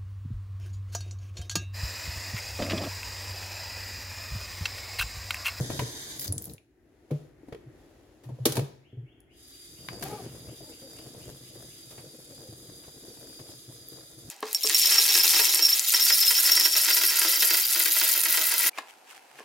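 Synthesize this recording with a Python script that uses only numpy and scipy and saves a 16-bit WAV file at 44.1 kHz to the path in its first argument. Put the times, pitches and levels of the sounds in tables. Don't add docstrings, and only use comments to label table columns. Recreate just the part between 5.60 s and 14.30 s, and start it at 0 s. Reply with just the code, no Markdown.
import sys
import numpy as np
from scipy import signal
from scipy.fft import rfft, irfft
from scipy.io import wavfile

SR = 44100
rng = np.random.default_rng(int(sys.argv[2]) if len(sys.argv) > 2 else 0)


def digitize_waveform(pressure):
    field = np.atleast_2d(pressure).T
    bounded = np.clip(field, -1, 1)
    quanta = np.round(bounded * 32767).astype(np.int16)
    wavfile.write(sys.argv[1], SR, quanta)


N = 383669
TIME = np.arange(N) / SR
FREQS = np.arange(N // 2 + 1) * SR / N


def from_db(db):
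    return 10 ** (np.asarray(db) / 20)


def rms_one(x):
    return x / np.sqrt(np.mean(x ** 2) + 1e-20)


def since(start):
    return np.maximum(TIME - start, 0)


def gains(rows):
    seconds, *columns = np.transpose(rows)
    inside = (TIME > seconds[0] - .02) * (TIME < seconds[-1] + .02)
    return [from_db(np.interp(TIME, seconds, column)) * inside for column in columns]


def response(points):
    hz, db = np.transpose(points)
    octave, known = np.log2(FREQS + 1), np.log2(hz)
    beyond = np.abs(octave - np.clip(octave, known.min(), known.max()))
    return from_db(np.interp(octave, known, db) - 24 * beyond)


def noise():
    return rng.standard_normal((2, N))


def drift(rate_hz):
    slow = rfft(rng.standard_normal(N)) * np.exp(-(FREQS / rate_hz) ** 2)
    return rms_one(irfft(slow, N))


def impacts(per_s, spread_db):
    sizes = from_db(spread_db * np.minimum(rng.exponential(1, N), 4))
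    landed = rng.random(N) < per_s / SR
    return landed * sizes * rng.choice([-1, 1], (2, N))


# [pitch_hz, side_minus_mid_db]
STEREO_WIDTH = [(30, -12), (70, -11.5), (140, -21.5), (300, -12), (650, -6.5), (1300, -3), (2400, -3),
                (4500, -0.5), (8000, 0.5)]


def coloured(pair, gain):
    mid, side = rfft(pair) * gain
    side = side * from_db(np.interp(FREQS, *np.transpose(STEREO_WIDTH)))
    return irfft(np.array([mid + side, mid - side]), N) / np.std(irfft(mid, N))


def echoes(x, t60, cut_hz):
    t = TIME[:SR]
    fade = from_db(-60 * t / t60)
    tail = rng.standard_normal((2, SR)) * fade * (t > .002)
    tail = tail / np.sqrt(np.sum(tail ** 2, axis=1, keepdims=True))
    low_pass = signal.butter(2, 600, fs=SR, output="sos")
    bass_difference = signal.sosfilt(low_pass, tail[0] - tail[1])
    tail = tail + bass_difference * np.array([[-.5], [.5]])
    dull = irfft(rfft(tail) / (1 + (np.arange(SR // 2 + 1) / cut_hz) ** 8), SR)
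    tail = dull + (tail - dull) * fade
    return signal.fftconvolve(x, tail, axes=1)[:, :N]


def add(track, start, sound):
    i = max(round(start * SR), 0)
    track[..., i:i + sound.shape[-1]] += sound[..., :N - i]


# [pitch_hz, width_hz, first_pour_lift_db, second_pour_lift_db]
NOZZLE_CAVITIES = [(3222, 50, 2.5, 3), (3820, 260, 7.5, 7.5), (4770, 260, 9, 9.5), (5050, 200, 4, 7),
                   (6200, 260, 8, 6.5), (6600, 150, 0, 3), (7390, 130, 4, 3.5), (9030, 260, 13, 8),
                   (12810, 140, 18, 10)]
NOZZLE_LAG_S = 0.0001
SWEEP_HZ = 0.4414


def jet(spectrum, lifts_db, flutter_db, wall_db):
    peaks_db = 0
    for (hz, width_hz, *_), lift_db in zip(NOZZLE_CAVITIES, lifts_db):
        peaks_db = peaks_db + lift_db / (1 + (2 * (FREQS - hz) / width_hz) ** 2)
    source = rng.standard_normal(N) * from_db(flutter_db * drift(51))
    direct = rfft(source) * np.exp(-2j * np.pi * FREQS * np.array([[NOZZLE_LAG_S], [0]]))
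    both = np.array([source, source])
    here = echoes(both, t60=.22, cut_hz=16000)
    there = echoes(both, t60=.22, cut_hz=16000)
    turn = 2 * np.pi * SWEEP_HZ * TIME
    wall_gain = from_db(wall_db + np.interp(FREQS, [6500, 8600], [0, -17]))
    walls = rfft(here * np.cos(turn) + there * np.sin(turn)) * wall_gain
    pair = irfft((direct + walls) * response(spectrum) * from_db(peaks_db), N)
    return pair / np.std(pair.mean(0))


# [pitch_hz, relative_level_db]
FIRST_HISS_COLOUR = [(500, -7.5), (850, -3), (1300, -9), (1900, 1), (2700, -12), (3500, 1), (4300, -3),
                     (5500, -2.5), (6500, 0), (8200, 10.5), (9600, 2), (11200, 9.5), (12500, 2.5),
                     (15700, -0.5)]
SECOND_HISS_COLOUR = [(1300, -1.5), (2000, -2), (2700, -5.5), (3550, 6), (4300, 1), (5100, 4), (5750, 0.5),
                      (6400, 3.5), (8200, 15.5), (9500, 9.5), (11000, 18), (12500, 10), (13700, 10),
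                      (14500, 2.5), (15700, 5)]
FIRST_JET_DB, SHUT_AT_S, SHUT_DB_PER_S = -43.5, 0.658, 354
LEAK_DB, LEAK_S, SEAL_DB_PER_S = -25.5, 0.286, 370
SPURTS_FROM_S, SPURTS_DB, SPURTS_LOSS_DB = .58, 3, 1.5
SECOND_JET_DB, OPEN_AT_S, PRESSURE_RISE_S = -53, 3.681, 0.16
JET_WAVER_HZ, JET_WAVER_DB = 2.1, 0.46


def nozzle():
    _, _, first_db, second_db = np.transpose(NOZZLE_CAVITIES)
    shutting_db = np.maximum(-SHUT_DB_PER_S * since(SHUT_AT_S), LEAK_DB)
    sealing_db = -SEAL_DB_PER_S * since(SHUT_AT_S + LEAK_S)
    spurts_db = (SPURTS_DB * drift(65) - SPURTS_LOSS_DB) * (TIME > SPURTS_FROM_S)
    first_level = from_db(FIRST_JET_DB + shutting_db + sealing_db + spurts_db)
    first = first_level * jet(FIRST_HISS_COLOUR, first_db, flutter_db=2.0, wall_db=12.0)
    pressure = 1 - np.exp(-(since(OPEN_AT_S) / PRESSURE_RISE_S) ** 2)
    second_level = from_db(SECOND_JET_DB + JET_WAVER_DB * drift(JET_WAVER_HZ)) * pressure
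    return first + second_level * jet(SECOND_HISS_COLOUR, second_db, flutter_db=1.4, wall_db=8.0)


WHISTLE_HZ, WHISTLE_WIDTH_HZ, WHISTLE_WANDER_HZ = 4780, 100, 25
WHISTLE_DB, WHISTLE_FROM_S, WHISTLE_RISE_S = -59.5, 3.83, 0.092


def whistle():
    hz = WHISTLE_HZ + WHISTLE_WANDER_HZ * drift(2.9)
    churn = np.array([drift(WHISTLE_WIDTH_HZ) + 1j * drift(WHISTLE_WIDTH_HZ) for _ in range(2)])
    swell = 1 - np.exp(-since(WHISTLE_FROM_S) / WHISTLE_RISE_S)
    tone = np.real(churn * np.exp(2j * np.pi * np.cumsum(hz) / SR))
    return from_db(WHISTLE_DB + 4.2 * drift(3.0)) * swell * tone


# [time_s, level_db]
FIZZ_LEVEL = [(.57, -60.5), (.6, -39.5), (.68, -43), (.72, -71), (.84, -50.5), (.94, -57), (.97, -75)]
# [pitch_hz, relative_level_db]
FIZZ_TONE = [(3500, -5.5), (7000, -3), (10500, -1), (15500, 3.5)]


def fizz():
    bursts = impacts(per_s=3000, spread_db=3.5)
    return gains(FIZZ_LEVEL)[0] * coloured(bursts, response(FIZZ_TONE))


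# [start_s, level_db, centre_hz]
NOZZLE_SPITS = [(0.595, -21, 11500), (0.596, -26, 5200), (0.644, -22.5, 12000), (0.679, -23.5, 4950),
                (0.679, -26, 9300), (0.724, -19, 10200), (0.7268, -21, 10300), (0.752, -37, 7500),
                (0.7806, -18.5, 8100), (0.822, -27, 12200), (.842, -26, 12600), (0.855, -28.5, 11100),
                (0.897, -35, 3980), (0.936, -35, 10300), (0.981, -40.5, 2610), (3.604, -45.5, 11160),
                (4.438, -22.5, 13300), (8.286, -31, 12600)]


def spits(decay=0.0012, width=0.077):
    out, t = np.zeros((2, N)), TIME[:SR // 20]
    for start, db, hz in NOZZLE_SPITS:
        r = np.exp(-np.pi * width * hz / SR)
        w = 2 * np.pi * hz / SR
        burst = rng.standard_normal((2, len(t)))
        pop = signal.lfilter([1, 0, -1], [1, -2 * r * np.cos(w), r * r], burst)
        add(out, start, from_db(db) * rms_one(pop) * np.exp(-t / decay))
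    return out


# [time_s, force_on_cloth_db, basin_drumming_db]
FIRST_POUR_CURVE = [(0.0, -36, -31.5), (0.09, -41, -45.5), (0.21, -40.5, -41.5), (0.31, -48, -54.5),
                    (0.52, -54.5, -58), (0.7, -48, -48.5), (0.93, -51, -49.5), (1.05, -69.5, -77.5)]
SECOND_POUR_CURVE = [(4.04, -88, -79), (4.12, -60.5, -56), (4.26, -49, -50.5), (4.32, -40.5, -40.5),
                     (4.39, -49.5, -58), (4.44, -35, -37.5), (4.56, -43, -48.5), (4.72, -45.5, -44.5),
                     (4.9, -50, -50.5), (4.98, -59, -60), (5.2, -51, -64.5), (5.68, -50.5, -52),
                     (5.82, -55, -58), (6.2, -55.5, -60), (6.8, -56.5, -65.5), (7.15, -54, -58.5),
                     (7.6, -51, -68), (7.9, -51.5, -63), (7.99, -59, -57), (8.04, -63, -69),
                     (8.1, -51.5, -60), (8.45, -52.5, -67), (8.7, -55, -50)]
# [pitch_hz, relative_level_db]
PATTER_COLOUR = [(110, -39), (190, -9), (237, -6.5), (322, 12.5), (360, -1), (390, 0), (420, -2.5),
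                 (473, 9), (505, -1), (1100, -19), (1430, -72), (2420, -120)]
DRUM_COLOUR = [(18, -44.5), (30, -30), (75, -5), (102, -7.5), (123, 4.5), (162, -6), (194, -7), (215, -17),
               (230, -9.5), (300, -18.5), (510, -120)]
SPLASH_COLOUR = [(600, 10), (900, -5), (1800, -5), (3000, -27), (6000, -7.5), (14000, -12)]
SURGE_HZ, SURGE_DB = 12, 3
PATTER_DB, BUBBLES_DB, SPLASH_DB, DROPLETS_DB = -8, -7.5, -13, -24.5
GUSH_FORCE_DB, GUSH_DRUM_DB = -1.5, -6.5


def landing_water():
    surge = from_db(SURGE_DB * drift(SURGE_HZ))
    force, drum = np.add(gains(FIRST_POUR_CURVE), gains(SECOND_POUR_CURVE)) * surge
    gush = gushes()
    force = np.hypot(force, from_db(GUSH_FORCE_DB) * gush)
    drum = np.hypot(drum, from_db(GUSH_DRUM_DB) * gush)
    thuds = from_db(PATTER_DB) * coloured(impacts(per_s=500, spread_db=2.4), response(PATTER_COLOUR))
    blips = from_db(BUBBLES_DB) * bubbles(per_s=150, cycles=18, low_hz=296.4, high_hz=670)
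    booms = coloured(impacts(per_s=450, spread_db=1.2), response(DRUM_COLOUR))
    bursts = from_db(SPLASH_DB) * coloured(impacts(per_s=500, spread_db=5.2), response(SPLASH_COLOUR))
    ticks = from_db(DROPLETS_DB) * bubbles(per_s=70, cycles=5, low_hz=800, high_hz=2400)
    return force * (thuds + blips + bursts + ticks) + drum * booms


def bubbles(per_s, cycles, low_hz, high_hz, count=14):
    clicks = impacts(per_s, spread_db=2.0)[0]
    dealt = rng.integers(0, count, N)
    out = 0
    for k, hz in enumerate(np.geomspace(low_hz, high_hz, count)):
        r = from_db(-60 * hz / (cycles * SR))
        w = 2 * np.pi * hz / SR
        mine = clicks * (dealt == k) + 1e-18
        out = out + signal.lfilter([np.sin(w) * low_hz / hz], [1, -2 * r * np.cos(w), r * r], mine)
    return rms_one(out)


# [start_s, relative_level_db, starting_pitch_hz]
STREAM_GUSHES = [(4.742, -39, 396), (4.889, -45, 336), (4.921, -39, 334), (5.004, -41, 630),
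                 (5.092, -39, 455), (5.218, -41, 285), (5.387, -42, 299), (5.501, -38, 293),
                 (5.607, -44, 283), (5.674, -45, 323), (5.954, -42, 474), (6.082, -47, 304),
                 (6.382, -43, 441), (6.439, -42, 474), (6.584, -44, 484), (6.697, -44, 560),
                 (6.767, -44, 501), (6.825, -42, 339), (6.889, -43, 452), (6.922, -42, 283),
                 (7.086, -43, 345), (7.272, -43, 495), (7.363, -44, 326), (7.479, -40, 320),
                 (7.572, -43, 318), (7.638, -42, 463), (7.693, -41, 296), (7.799, -39, 336),
                 (7.889, -40, 323), (8.087, -44, 328), (8.21, -45, 326), (8.319, -42, 307),
                 (8.578, -43, 315), (8.671, -46, 312)]
GUSH_RISE_S, GUSH_DECAY_S = 0.005, 0.018


def gushes():
    out, t = np.zeros(N), TIME[:SR // 2]
    swell = (1 - np.exp(-t / GUSH_RISE_S)) * np.exp(-t / GUSH_DECAY_S)
    for start, db, _ in STREAM_GUSHES:
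        add(out, start, from_db(db) * swell)
    return out


def gush_plops():
    return trapped_air(STREAM_GUSHES, gain_db=-1.5, rise=0.0026, decay=0.0082, glide=0.08)


def trapped_air(rows, gain_db, rise, decay, glide):
    out, t = np.zeros(N), TIME[:SR // 5]
    swell = (1 - np.exp(-(t / rise) ** 2)) * np.exp(-t / decay)
    for start, db, hz in rows:
        pitch = hz * (1 + glide * (1 - np.exp(-t / decay)))
        add(out, start, from_db(db + gain_db) * swell * np.sin(2 * np.pi * np.cumsum(pitch) / SR))
    return out


# [start_s, length_s, highest_base_pitch_hz, relative_level_db]
CLOTH_GURGLES = [(4.298, 0.064, 696, -56), (4.412, 0.22, 827, -41), (4.449, 0.26, 413, -47.5),
                 (5.002, 0.14, 582, -53.5), (5.21, 0.086, 539, -52.5), (6.531, 0.031, 520, -51.5),
                 (6.697, 0.063, 559, -52), (6.767, 0.16, 537, -55.5), (6.92, 0.2, 394, -57),
                 (7.426, 0.12, 494, -53)]
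# [multiple_of_base_pitch, relative_level_db]
POCKET_MODES = [(0.514, -5.5), (0.998, -3.5), (1.534, -16.5)]


def gurgles(width_hz=55, arch=0.1715):
    out = np.zeros(N)
    for multiple, mode_db in POCKET_MODES:
        churn = drift(width_hz) + 1j * drift(width_hz)
        for start, length, hz, db in CLOTH_GURGLES:
            swell = np.sin(np.pi * TIME[:int(length * SR)] / length)
            pitch = multiple * hz * (1 - arch * (1 - swell))
            phase = 2 * np.pi * np.cumsum(pitch) / SR
            tone = np.real(np.exp(1j * phase) * churn[int(start * SR):][:len(phase)])
            add(out, start, from_db(db + mode_db) * np.sqrt(np.abs(swell)) * tone)
    return out


# [start_s, relative_level_db, lowest_pitch_hz, hardness_db]
BASIN_BLOWS = [(0.0, -23, 123, -13), (0.121, -26, 130, -2), (0.21, -18.5, 122, -5.5),
               (0.684, -7.5, 95, -29), (0.76, -33, 101.5, 0), (1.511, -17, 143.7, 0.5),
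               (1.531, -16.5, 145, -17), (2.057, -32, 130, -16), (2.653, -23.5, 126, -21),
               (2.709, -20, 128, -18), (2.795, -11.5, 126, -30), (2.858, -34.5, 141, 25),
               (2.885, -19, 135, -15), (2.974, -15.5, 127.4, -3.5), (3.012, -19, 139, -5),
               (3.326, -36.5, 115.3, 0), (3.367, -21, 122, -15.5), (3.419, -30, 131, -15.5),
               (6.391, -36, 110, -21), (6.455, -44, 148.6, 7), (6.775, -49, 139, 2),
               (6.883, -36, 113.6, -1), (7.079, -41, 111, -3), (7.575, -45, 120, -3), (8.075, -40, 126, -3),
               (8.135, -43, 122, -4), (8.309, -33, 132, -37), (8.42, -45, 143, -16), (8.56, -39, 125, -18),
               (8.626, -33, 112, -21)]
# [multiple_of_lowest_pitch, relative_level_db, time_to_fall_60_db_s]
BASIN_RING = [(1, 5.5, 0.1), (1.75, -6.5, 0.061), (2.3, -10.5, 0.11), (2.93, -19.5, 0.28),
              (3.4, -11, 0.098), (4.19, -26.5, 0.24), (5.7, -33, 0.15)]
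THUMP_RISE_S, RISE_FOLLOWS = 0.012, 0.31


def basin():
    out, t = np.zeros(N), TIME[:SR // 2]
    for start, db, hz, hardness_db in BASIN_BLOWS:
        rise = THUMP_RISE_S * from_db(-RISE_FOLLOWS * hardness_db)
        for k, (multiple, mode_db, t60) in enumerate(BASIN_RING):
            swell = 1 - np.exp(-(t * multiple / rise) ** 2)
            upper_db = (k > 0) * (hardness_db + rng.normal(0, 0.56))
            level = from_db(db + mode_db + upper_db - 60 * t / t60)
            add(out, start, level * swell * np.sin(2 * np.pi * hz * multiple * t) * (-1) ** k)
    return out


# [start_s, body_relative_db, splash_relative_db, spray_relative_db, decay_s]
WET_SLAPS = [(0.1, -22.5, -33, -54, 0.0092), (0.192, -20, -19, -27.5, 0.0051),
             (1.508, -35, -44.5, -49.5, 0.012), (1.883, -39.5, -58, -58, 0.0085),
             (1.924, -31, -39.5, -54, 0.0066), (1.947, -36, -37, -49, 0.0023),
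             (2.635, -47, -56.5, -56.5, 0.026), (2.689, -34.5, -60.5, -62, 0.014),
             (2.789, -40, -67, -78, 0.0046), (2.854, -11, -20.5, -8, 0.006),
             (2.863, -51, -39.5, -36.5, 0.066), (2.921, -29, -46, -24, 0.005),
             (2.953, -26, -42, -31, 0.0096), (2.968, -16, -23, -22.5, 0.0037),
             (2.975, -22.5, -47, -39, 0.013), (2.993, -15.5, -25.5, -34.5, 0.0024),
             (4.286, -44, -15.5, -28, 0.0015), (4.424, -33, -33, -27.5, 0.01),
             (4.451, -46, -46.5, -47, 0.15), (5.008, -34, -53, -66, 0.0023), (5.218, -46, -51, -60, 0.0022),
             (5.386, -60, -44.5, -42, 0.0064), (5.547, -31, -49, -62, 0.0031),
             (5.953, -35, -55, -64, 0.0022), (6.306, -45, -52, -47, 0.027),
             (6.378, -39.5, -46.5, -53, 0.016), (7.235, -53, -51.5, -66, 0.021),
             (7.282, -32.5, -55, -66, 0.0033), (7.57, -37, -51, -65, 0.003),
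             (7.792, -38, -45.5, -55, 0.0066), (7.89, -36, -53, -68, 0.004)]
# [pitch_hz, relative_level_db]
SLAP_COLOURS = [
    [(100, -3), (250, -3), (420, -7), (600, -7), (900, -13.5), (2000, -73)],
    [(400, -19), (850, -1), (2200, -3.5), (3500, -8.5), (8000, -24.5)],
    [(1500, -13), (3800, 6), (7000, 1.5), (10000, 5.5), (15500, 1)],
]


def slaps(attack=0.0014):
    out, t = 0, TIME[:SR // 2]
    for k, colour in enumerate(SLAP_COLOURS):
        force = np.zeros(N)
        for start, *levels_db, decay in WET_SLAPS:
            add(force, start, from_db(levels_db[k]) * (1 - np.exp(-t / attack)) * np.exp(-t / decay))
        out = out + force * coloured(impacts(per_s=14000, spread_db=0), response(colour))
    return from_db(-4.5) * out


# [start_s, relative_level_db, starting_pitch_hz]
CLOTH_KNOCKS = [(0.195, -23.5, 953), (0.203, -28, 565), (1.506, -32, 514), (1.832, -37.5, 310),
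                (1.884, -36, 263), (1.923, -32, 443), (1.946, -32, 443), (1.959, -37, 386),
                (2.787, -39, 515), (2.856, -22, 607), (2.859, -18.5, 332), (2.968, -26, 630),
                (2.969, -31.5, 945), (2.983, -24.5, 342), (2.994, -30.5, 476)]


def knocks():
    return trapped_air(CLOTH_KNOCKS, gain_db=-1.5, rise=0.00073, decay=0.008, glide=0.017)


# [time_s, level_db]
RUSTLE_LEVEL = [(1.1, -88), (1.3, -74), (1.49, -69), (1.55, -57), (1.75, -72.5), (1.95, -65.5), (2.07, -70),
                (2.2, -63.5), (2.65, -66.5), (3.05, -56), (3.22, -90)]
# [pitch_hz, relative_level_db]
CLOTH_COLOUR = [(300, -13.5), (500, 8.5), (1000, -4.5), (1800, -12), (3000, -11), (5500, -15.5),
                (13000, -20), (15500, -25)]


def handling():
    return gains(RUSTLE_LEVEL)[0] * coloured(impacts(per_s=9500, spread_db=0.5), response(CLOTH_COLOUR))


# [time_after_note_start_s, pitch_hz]
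NOTE_SLUR = [(0, 2072), (.018, 2165), (.036, 2774), (.062, 3180), (.105, 3555)]
SONG_AT_S, NOTE_EVERY_S, SLOWING_S = 3.208, .227, .001
FIRST_NOTE_DB, GROWTH_DB_PER_NOTE, FULL_VOICE_DB = -61, 1.1, -53


def bird(length=0.1, sag=0.00389, quickening=0.0237, warble=0.014, count=13):
    out, t = np.zeros((2, N)), TIME[:SR // 5]
    waver = 1 + warble * drift(150)
    for k in range(count):
        start = SONG_AT_S + k * (NOTE_EVERY_S + k * SLOWING_S)
        db = min(FIRST_NOTE_DB + k * GROWTH_DB_PER_NOTE, FULL_VOICE_DB) + rng.normal(0, 1.2)
        into = t * (1 + quickening * k)
        swell = np.sqrt(np.abs(np.sin(np.pi * np.minimum(into / length, 1))))
        slur = np.interp(into, *np.transpose(NOTE_SLUR))
        hz = slur * (1 - sag * k) * waver[int(start * SR):][:len(t)]
        add(out, start, from_db(db) * swell * np.sin(2 * np.pi * np.cumsum(hz) / SR))
    through_window = echoes(out, t60=.2, cut_hz=8000)
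    between_walls = echoes(out, t60=.85, cut_hz=8000)
    return from_db(-11) * through_window + from_db(-3) * between_walls


# [time_s, level_db]
BACKGROUND_LEVEL = [(0, -46.5), (.9, -61), (1.06, -69), (1.22, -63), (2.1, -55), (2.6, -60.5), (3.25, -63),
                    (3.7, -60.5), (4.1, -60.5), (8.7, -63.5)]
# [pitch_hz, relative_level_db]
BACKGROUND_COLOUR = [(15, -43), (25, -25.5), (50, -0.5), (120, -4), (197, -12.5), (306, 0), (359, 0),
                     (520, -17), (620, -14.5), (800, -20.5), (1050, -30), (1350, -26.5), (1900, -22.5),
                     (3000, -37.5), (3900, -66), (6600, -120)]
MIC_HISS_DB = -82.5


def room_tone():
    background = gains(BACKGROUND_LEVEL)[0] * coloured(noise(), response(BACKGROUND_COLOUR))
    return background + from_db(MIC_HISS_DB) * noise()


def scene():
    sharp = slaps() + spits() + knocks()
    sharp = sharp + from_db(-9.0) * echoes(sharp, t60=0.1, cut_hz=11000)
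    thumps = basin()
    kitchen = from_db(-11.0) * echoes(sharp + from_db(-1.5) * thumps, t60=0.54, cut_hz=7100)
    water = landing_water() + gurgles() + gush_plops()
    sink = water + sharp + thumps + handling()
    return nozzle() + fizz() + whistle() + sink + kitchen + bird() + room_tone()


# [pitch_hz, left_minus_right_db]
PAIR_BALANCE = [(130, 0.5), (300, 3), (800, 1), (1800, 4), (3600, 0.5), (5000, 0.5), (6300, -2), (8000, 1)]
# [pitch_hz, share_0_to_1]
SHARED_TREBLE = [(6000, 0), (7500, .5), (8400, .97)]
TREBLE_LAG_S = 0.000297


def microphones(x):
    balance_db = np.interp(FREQS, *np.transpose(PAIR_BALANCE))
    left, right = rfft(x) * from_db(balance_db * np.array([[.5], [-.5]]))
    share = np.interp(FREQS, *np.transpose(SHARED_TREBLE))
    late_right = right * np.exp(-2j * np.pi * FREQS * TREBLE_LAG_S)
    left = np.sqrt(1 - share ** 2) * left + share * late_right
    return irfft(np.array([left, right]), N)


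CUTOFF_HZ = 16000


def record(dry):
    rounded = .6 * np.tanh(microphones(dry) / .6)
    steep_cut = signal.ellip(10, .2, 80, CUTOFF_HZ, fs=SR, output="sos")
    return signal.sosfilt(steep_cut, rounded)


dry = scene()
out = record(dry)
digitize_waveform(out)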